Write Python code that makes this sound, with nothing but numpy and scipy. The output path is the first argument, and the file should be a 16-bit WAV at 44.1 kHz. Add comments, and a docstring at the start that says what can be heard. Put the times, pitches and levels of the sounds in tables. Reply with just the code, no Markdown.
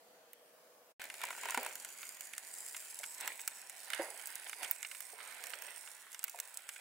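"""Sizzling ceramic grill.

A closed grill stands in a quiet yard with far traffic, hiss and a faint hum (coloured noise) and one faint tick.
The yard fades out and the sound cuts to the open grill at dusk. Fat sizzles as noise broken into tiny bursts.
Embers and droplets pop as short noise bursts in three bands; cloth and tray rub as coarser noise bursts.
The tray clacks and knocks on grate and side table as decaying modes. A small stereo microphone has the grill
to its right; the sound closes steeply near 16 kHz."""
import sys
import numpy as np
from scipy import signal
from scipy.fft import rfft, irfft, next_fast_len
from scipy.io import wavfile
from scipy.ndimage import uniform_filter1d, map_coordinates

SR = 44100
rng = np.random.default_rng(int(sys.argv[2]) if len(sys.argv) > 2 else 0)


def int16_out(signal):
    """Quantize to a 16-bit WAV file."""
    q = np.round(np.clip(np.atleast_2d(signal).T, -1, 1) * 32767)
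    wavfile.write(sys.argv[1], SR, q.astype(np.int16))


N = 299924
TIME = np.arange(N) / SR  # s

# Distant traffic over microphone hiss: (frequency [Hz], relative level per hertz [dB])
YARD_SPECTRUM = [(40, -46), (204, -16), (491, -10), (646, -3.5), (852, -10), (2630, -16.5), (6020, -19),
                 (16000, -19)]
# Likeness of the two channels in the yard: (frequency [Hz], correlation [1])
YARD_LIKENESS = [(200, 1), (950, 0.56), (3770, -0.11)]
# Narrow hums in the daytime yard: (frequency [Hz], width of each resonance stage [Hz], relative level [dB])
HUM_BANDS = [(489, 53, 6), (631, 21, 4)]
# Pops and ticks: (time [s], crack level [dB], body re crack [dB], tip re crack [dB])
POP_EVENTS = [(0.3323, -45.5, -6.5, 9), (1.0161, -32, -6.5, -11), (1.0405, -33.5, -9, -2),
              (1.1, -34.5, -3.5, -17), (1.1406, -32, -8, -22), (1.2152, -30.5, -7, -6),
              (1.2524, -25.5, -29, -11), (1.5071, -20.5, -38, -13), (1.631, -29, -40, 1),
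              (1.6485, -28, -27, -23), (1.6631, -26.5, -28, -6), (1.7547, -27, -18.5, -6),
              (1.848, -27, -15.5, -11), (2.03, -45.5, 6, 6), (2.208, -27.5, -19, -7),
              (2.3344, -30.5, -9.5, -33), (2.38, -23, -20.5, -32), (2.745, -44, 6, -10),
              (2.766, -26, -17.5, -16), (2.9895, -25, -39, -28), (3.032, -36, -5.5, -25),
              (3.0386, -31.5, -6, -25), (3.1462, -27, -38, -23), (3.2093, -24.5, -18.5, -5),
              (3.276, -22, -11, -5), (3.3926, -44, 0, -22), (3.477, -17.5, -19, -3),
              (3.6966, -29.5, -17.5, -17), (3.902, -26, -13, -9), (3.9337, -31, -0.5, -11),
              (3.9466, -26, -15, -34), (4.196, -40.5, -4.5, -20), (4.2718, -27, -41.5, -2),
              (4.355, -25, -40, -7), (4.4957, -27, -14.5, -20), (4.5307, -37, -1, -32),
              (4.6309, -26.5, -11.5, -8), (4.6464, -28, -8.5, -18), (4.7117, -25, -15.5, 9),
              (4.8284, -26, -12.5, -21), (4.848, -43, 7, -19), (4.9131, -38.5, -1.5, -20),
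              (4.948, -36, -8.5, -26), (5.005, -27.5, -19, 0), (5.2025, -48.5, 5.5, -20),
              (5.2748, -33, -23, -27), (5.4386, -27, -14.5, -7), (5.469, -28, -16.5, -9),
              (5.503, -31.5, -14, -2), (5.535, -44.5, 8.5, -14), (5.6212, -34, -12, 4),
              (5.7727, -42, -23, -21), (5.8743, -39, -5, -16), (6.118, -35, -25, -15),
              (6.1294, -31, -23, -20), (6.1455, -29, -14, -22), (6.1922, -28, -22, -33),
              (6.23, -32, -17, -19), (6.2406, -20, -18, 0), (6.2804, -30.5, -14, -13),
              (6.2962, -27, -29, -7), (6.3876, -30.5, -13, -12), (6.4005, -21.5, -19.5, -4),
              (6.5432, -34, -35, -7), (6.5725, -24.5, -50, -12), (6.6902, -25.5, -13.5, -30),
              (6.7604, -42, -2, -16)]
# Crack, body and tip of a pop: (centre [Hz], width of each resonance stage [Hz], gain [dB])
POP_RESONANCES = [(8020, 5720, 12.5), (1993, 1920, 26.5), (16600, 11700, 16.5)]
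# Frying fat: (time [s], sizzle level [dB], brightest band [Hz], left re right [dB])
FRYING = [(1, -56, 6800, -2), (1.5, -49.5, 7100, -1.5), (2.4, -52.5, 6970, -4), (2.65, -49, 7330, -1.5),
          (3.15, -50, 7780, -3), (3.75, -53.5, 8330, -3.5), (4, -52, 9540, -8), (4.5, -51.5, 9750, -4.5),
          (4.8, -52.5, 8100, -6.5), (5.4, -54.5, 8500, -6.5), (5.8, -51.5, 8530, -7), (6.05, -57, 8400, -4),
          (6.8, -53.5, 8200, -4)]
# Colour of the sizzle before the moving bright band: (frequency [Hz], relative level per hertz [dB])
SIZZLE_SPECTRUM = [(2200, -41), (3900, -14.5), (5000, -4.5), (6000, -8.5), (8100, -1), (10500, -3),
                   (12800, -10), (15400, -8.5)]
# Colour of the rubbing cloth and tray: (frequency [Hz], relative level per hertz [dB])
RUB_SPECTRUM = [(120, -36), (430, -8.5), (720, -2.5), (1000, 0.5), (1180, -7.5), (1480, 3), (2280, 3.5),
                (2900, -2.5), (4500, -8.5), (7000, -41)]
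# Likeness of the two channels at the grill: (frequency [Hz], correlation [1])
GRILL_LIKENESS = [(240, 1), (1500, 0.8), (3770, 0.11), (15000, 0.93)]
# Strokes of cloth and tray: (time [s], peak level [dB], hold [s])
RUB_STROKES = [(1.0, -47, 0.012), (1.23, -45, 0.034), (1.44, -45, 0.22), (3.226, -44.5, 0.038),
               (3.74, -58.5, 0.31), (3.935, -46, 0.073), (4.2, -53.5, 0.27), (4.625, -45.5, 0.01),
               (5.201, -52.5, 0.5)]
# Clacks of the tray on the grate: (time [s], nominal peak level [dB])
CLACK_EVENTS = [(1.205, -42.5), (1.237, -27.5), (1.286, -36.5), (1.305, -32), (1.328, -38), (1.35, -41.5),
                (1.378, -41.5), (1.434, -34), (1.455, -31), (1.486, -30.5), (1.497, -31), (1.52, -35.5),
                (1.545, -25), (1.575, -26), (1.628, -41), (1.662, -32.5)]
# Modes of the grate: (mean frequency [Hz], mean relative level [dB])
GRATE_MODES = [(720, 0.5), (950, 7.5), (1460, 5), (1950, 2.5), (2370, 1)]
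# Knocks on grate and table: (time [s], level before the bass cut [dB], pitch [Hz], low thud [Hz])
KNOCK_EVENTS = [(1.574, -24.5, 833, 248), (2.998, -46.5, 697, 593), (3.995, -24, 553, 335),
                (5.132, -46, 730, 433), (6.343, -40, 920, 710)]
# Top end of the sound: (frequency [Hz], gain [dB])
TOP_ROLL_OFF = [(15750, -2), (15950, -20.5), (16900, -38)]

CUT_S = .996
# Before the cut: traffic level, start and speed of the fade-out; hum against traffic
YARD_DB, FADE_S, FADE_DB_PER_S, HUM_DB = -62, 0.9176, 1512, -6.5
DUSK_YARD_DB, DUSK_SINK_DB_PER_S = -58, 2.5  # after the cut
BOWL_HZ, BOWL_RING = 727, 0.29  # spacing of the bowl's resonances, strength of its returned sound
BRIGHT_BODY_DB, DULL_BODY_DB = -22, 0  # body re crack of a pure snap and of a pure clatter
SNAP_DB = -23  # pops this strong start with a full pressure spike, weaker ones with less
# Lesser pops: rate, least level over the sizzle, mean excess before its cap
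SMALL_PER_S, SMALL_DB, SMALL_SCATTER_DB = 65, 8, 4.5
SMALL_BODY_DB, SMALL_TIP_DB, COLOUR_SCATTER_DB = -24, -15, 4.5  # mean re crack; spread to either side
LIFT_FROM_DB, LIFT_GROWS = -57.5, .9  # sizzle level of no lift; dB of lift per dB of sizzle above it
STROKE_RISE_DB_PER_S, STROKE_FALL_DB_PER_S, RUB_BED_DB = 224, 127, -58
GRATE_T60, GRATE_DB = .027, -6  # s; offset of all modes from the clack's level
CLACK_CRACK_DB, CLACK_BODY_DB, CLACK_TIP_DB = 1.5, -10, -9  # crack re clack; body and tip re crack
RATTLE_DB, RATTLE_T60, RATTLE_HZ = -17, .5, (380, 950)  # noisy tail of a knock: rms re knock, s, band
TOP_HZ = 16900


def amp(db):
    """Decibel law: twenty decibels are a factor of ten in amplitude."""
    return 10 ** (np.asarray(db) / 20)


def unit(x):
    """Normalization to an rms value of one."""
    return x / np.sqrt(np.mean(x ** 2) + 1e-20)


def along(points, hz):
    """Linear interpolation of (frequency, value) points on a logarithmic frequency axis."""
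    f, value = np.transpose(points)
    return np.interp(np.log(hz + 1), np.log(f + 1), value)


def curves(rows):
    """Linear interpolation in time of every column after the first."""
    s, *columns = np.transpose(rows)
    return [np.interp(TIME, s, column) for column in columns]


def wobble(rate):
    """Band-limited random fluctuation: a smooth spline through `rate` random knots a second."""
    knots = rng.standard_normal(int(N * rate / SR) + 4)
    return map_coordinates(knots, [np.arange(N) * rate / SR])


def filtered(x, response):
    """Linear filtering: the spectrum times a response that depends on frequency."""
    m = next_fast_len(N + SR // 2)
    return irfft(rfft(x, m) * response(np.fft.rfftfreq(m, 1 / SR)), m)[..., :N]


def resonance(hz, width_hz):
    """Cascaded resonance: two identical causal stages steepen the flanks."""
    return lambda f: (1j * f * width_hz / (hz * hz - f * f + 1j * f * width_hz)) ** 2


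def spread(pair, spectrum, alike):
    """Interchannel coherence: mid and side noises mix to a pair of set colour and likeness, at rms one."""
    def mid_side(hz):
        turn = np.arccos(np.clip(along(alike, hz), -1, 1)) / 2
        return amp(along(spectrum, hz)) * [np.cos(turn), np.sin(turn)]
    mid, side = filtered(pair, mid_side)
    return unit(np.array([mid + side, mid - side]))


def grainy(per_s, scatter_db, t60, share, patchy_db):
    """Shot noise: decaying random bursts common to both channels modulate noise with lasting streaks."""
    z = signal.stft(rng.standard_normal((2, N)), nperseg=512)[2]
    # average over neighbouring bands, then over frames
    field = uniform_filter1d(rng.standard_normal(z.shape[1:]), size=4, axis=0)
    field = uniform_filter1d(field, size=40, axis=1, mode="wrap")
    noise = signal.istft(z * amp(patchy_db * unit(field)), nperseg=512)[1][:, :N]
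    luck, size = rng.random(N), np.minimum(rng.exponential(size=N), 3.5)
    starts = (luck < per_s / SR) * amp(scatter_db * size)
    bursts = unit(signal.lfilter([1], [1, -amp(-60 / (t60 * SR))], starts))
    return noise * np.sqrt(1 - share + share * bursts ** 2)


def sides():
    """Intensity stereophony: opposite gains hold the source to the right by a varying amount."""
    pan_db = curves(FRYING)[2]
    return amp([pan_db / 2, -pan_db / 2])


def radiated(x):
    """Radiation efficiency: small struck things send out little bass."""
    return filtered(x, lambda hz: hz ** 4 / (hz ** 4 + 310.0 ** 4))


def yard():
    """Diffuse background: traffic is alike in both channels, hiss is not; a resonant hum stops at the cut."""
    day_db = YARD_DB - FADE_DB_PER_S * np.maximum(TIME - FADE_S, 0)
    dusk_db = DUSK_YARD_DB - DUSK_SINK_DB_PER_S * (TIME - CUT_S)
    level_db = np.where(TIME < CUT_S, day_db, dusk_db)
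    noise = grainy(per_s=17, scatter_db=2, t60=0.013, share=0.02, patchy_db=2)
    traffic = spread(noise, YARD_SPECTRUM, YARD_LIKENESS)
    hum = filtered(rng.standard_normal(N),
                   lambda f: sum(amp(db) * resonance(hz, width)(f) for hz, width, db in HUM_BANDS))
    return amp(level_db) * (traffic + amp(HUM_DB) * unit(hum) * (TIME < CUT_S))


def pops():
    """Impulsive rupture: a burst common to both channels, then scattered echoes from bowl and lid."""
    t = np.arange(SR // 12) / SR
    kicks = np.zeros((3, 2, N + len(t)))  # (band, channel, sample)
    # crack, body, tip [s]: the body swells and rings more slowly than the crack
    rise = np.array([.0003, .0005, .0003])[:, None, None]
    burst_t60 = np.array([.007, .018, .0043])[:, None, None]
    echo_t60 = np.array([.022, .035, .022])[:, None, None]
    snaps = [(s, db + CLACK_CRACK_DB, CLACK_BODY_DB, CLACK_TIP_DB) for s, db in CLACK_EVENTS]
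    for s, db, body_db, tip_db in [*POP_EVENTS, *snaps, *small_pops()]:
        dull = np.clip((body_db - BRIGHT_BODY_DB) / (DULL_BODY_DB - BRIGHT_BODY_DB), 0, 1)
        slow = 0.6 + 0.35 * dull  # stretches rise and decay: dull pops fizzle, bright ones snap
        shared = rng.standard_normal((3, 1, len(t)))
        own = rng.standard_normal((3, 2, len(t)))
        burst = amp(-60 * t / (slow * burst_t60)) * (1 - np.exp(-t / (slow * rise))) ** 2 * shared
        burst = burst / np.linalg.norm(burst, axis=2, keepdims=True) * np.sqrt(slow)
        # the pressure spike of the rupture, 0.5 ms in
        strength_db = max(db, db + body_db + 10)
        burst[..., SR // 2000] += 1.4 * min(amp(strength_db - SNAP_DB), 1)
        echo_shape = amp(-19.5 - 60 * t / echo_t60) * (1 - np.exp(-t / 0.001))
        echoes = echo_shape * (shared + 1.1 * own)
        gain = amp(db + np.array([0, body_db, tip_db]))[:, None, None]
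        kicks[..., round(s * SR):][..., :len(t)] += gain * (burst + echoes)
    crack, body, tip = [amp(gain_db) * filtered(kick[:, :N], resonance(hz, width))
                        for kick, (hz, width, gain_db) in zip(kicks, POP_RESONANCES)]
    # the bowl sends the body of each pop back: a feedback comb
    body = filtered(body, lambda f: 1 / (1 - BOWL_RING * np.exp(-2j * np.pi * f / BOWL_HZ)))
    return sides() * (crack + body + tip)


def small_pops():
    """Poisson process: pop rows at chance moments after the cut, with levels that follow the sizzle."""
    gap, size, body, tip = rng.random((500, 4)).T
    s = CUT_S - np.cumsum(np.log(1 - gap)) / SMALL_PER_S
    at, sizzle_db = np.transpose(FRYING)[:2]
    excess_db = -SMALL_SCATTER_DB * np.log(1 - size).clip(-2)
    crack_db = np.interp(s, at, sizzle_db) + SMALL_DB + excess_db
    body_db = SMALL_BODY_DB + COLOUR_SCATTER_DB * (2 * body - 1)
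    tip_db = SMALL_TIP_DB + COLOUR_SCATTER_DB * (2 * tip - 1)
    return np.array([s, crack_db, body_db, tip_db]).T[s < N / SR]


def grill():
    """Boiling and friction noise: fat boils off in tiny bright bursts, cloth and tray rub in coarser ones."""
    sizzle_db = curves(FRYING)[0]
    at, _, band_hz, _ = np.transpose(FRYING)
    nearest_row = np.searchsorted((at[1:] + at[:-1]) / 2, TIME)
    peak_hz = band_hz[nearest_row] * (1 + .02 * wobble(6))  # jumps from row to row
    fizz = grainy(per_s=220, scatter_db=3.5, t60=0.007, share=0.55, patchy_db=2.6)
    fizz = spread(fizz, SIZZLE_SPECTRUM, GRILL_LIKENESS)
    # the bright band stands out more the harder the fat sizzles
    boost_db = LIFT_GROWS * (sizzle_db - LIFT_FROM_DB)
    fizz = brightened(fizz, peak_hz, boost_db, width_hz=700, ripple_db=3, ripples=6)
    rub = grainy(per_s=110, scatter_db=1, t60=0.014, share=0.22, patchy_db=2.5)
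    rub = spread(rub, RUB_SPECTRUM, GRILL_LIKENESS)
    mix = fizz * amp(sizzle_db + 1.8 * wobble(12)) + rub * strokes()
    return mix * sides() * (np.arange(N) >= CUT_S * SR)


def brightened(x, peak_hz, boost_db, width_hz, ripple_db, ripples):
    """Time-varying filter: a moving band is lifted; comb ripple, an echo off the lid, adds bands beside it."""
    hz, t, z = signal.stft(x, SR, nperseg=512)
    at = np.minimum(t * SR, N - 1).astype(int)
    hz, peak_hz = hz[:, None], peak_hz[at]
    band_db = boost_db[at] * np.exp(-((hz - peak_hz) / width_hz) ** 2)
    comb_db = ripple_db * np.cos(2 * np.pi * ripples * hz / peak_hz)
    return unit(signal.istft(z * amp(band_db + comb_db), SR, nperseg=512)[1][:, :N])


def strokes():
    """Energy addition: every stroke's gain rises, holds and falls over a quiet, unbroken bed."""
    shapes_db = [db - STROKE_RISE_DB_PER_S * np.maximum(s - TIME, 0)
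                 - STROKE_FALL_DB_PER_S * np.maximum(TIME - s - held, 0) for s, db, held in RUB_STROKES]
    return np.sqrt(amp(RUB_BED_DB) ** 2 + np.sum(amp(shapes_db) ** 2, axis=0))


def clacks():
    """Modal vibration: a clack rings the grate's modes briefly, each a little detuned and at a new level."""
    out, t = np.zeros(N), np.arange(SR // 10) / SR
    for s, db in CLACK_EVENTS:
        luck = rng.standard_normal((len(GRATE_MODES), 2))
        ring = sum(amp(mode_db + 2 * louder) * np.sin(2 * np.pi * hz * (1 + .07 * sharper) * t)
                   for (hz, mode_db), (louder, sharper) in zip(GRATE_MODES, luck))
        envelope = amp(db + GRATE_DB - 60 * t / GRATE_T60) * (1 - np.exp(-t / .0007)) ** 2
        out[round(s * SR):][:len(t)] += envelope * ring
    return sides() * radiated(out)


def knocks():
    """Damped oscillation: a dull blow gives two short low rings and a wooden, noisy decay."""
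    out, t = np.zeros(N + SR), np.arange(SR // 2) / SR
    wood = signal.butter(3, RATTLE_HZ, "band", fs=SR, output="sos")
    for s, db, hz, thud_hz in KNOCK_EVENTS:
        ring = amp(-60 * t * hz / 36) * np.sin(2 * np.pi * hz * t)  # falls 60 dB in 36 cycles
        thud = amp(-3.5 - 60 * t / 0.087) * np.sin(2 * np.pi * thud_hz * t)
        rattle = unit(signal.sosfilt(wood, rng.standard_normal(len(t))))
        rattle = rattle * amp(RATTLE_DB - 60 * t / RATTLE_T60)
        onset = (1 - np.exp(-t / 0.00063)) ** 2
        out[round(s * SR):][:len(t)] += amp(db) * (ring + thud + rattle) * onset
    return radiated(out[:N]) * amp([[-.6], [.6]])  # a little to the right


def scene():
    """Superposition: the pressures of all sources add in the two channels."""
    return yard() + pops() + grill() + clacks() + knocks()


def record(dry):
    """Band limitation: the sound closes steeply near 16 kHz and nothing passes above the limit."""
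    return filtered(dry, lambda hz: amp(along(TOP_ROLL_OFF, hz)) * (hz < TOP_HZ))


dry = scene()
out = record(dry)
int16_out(out)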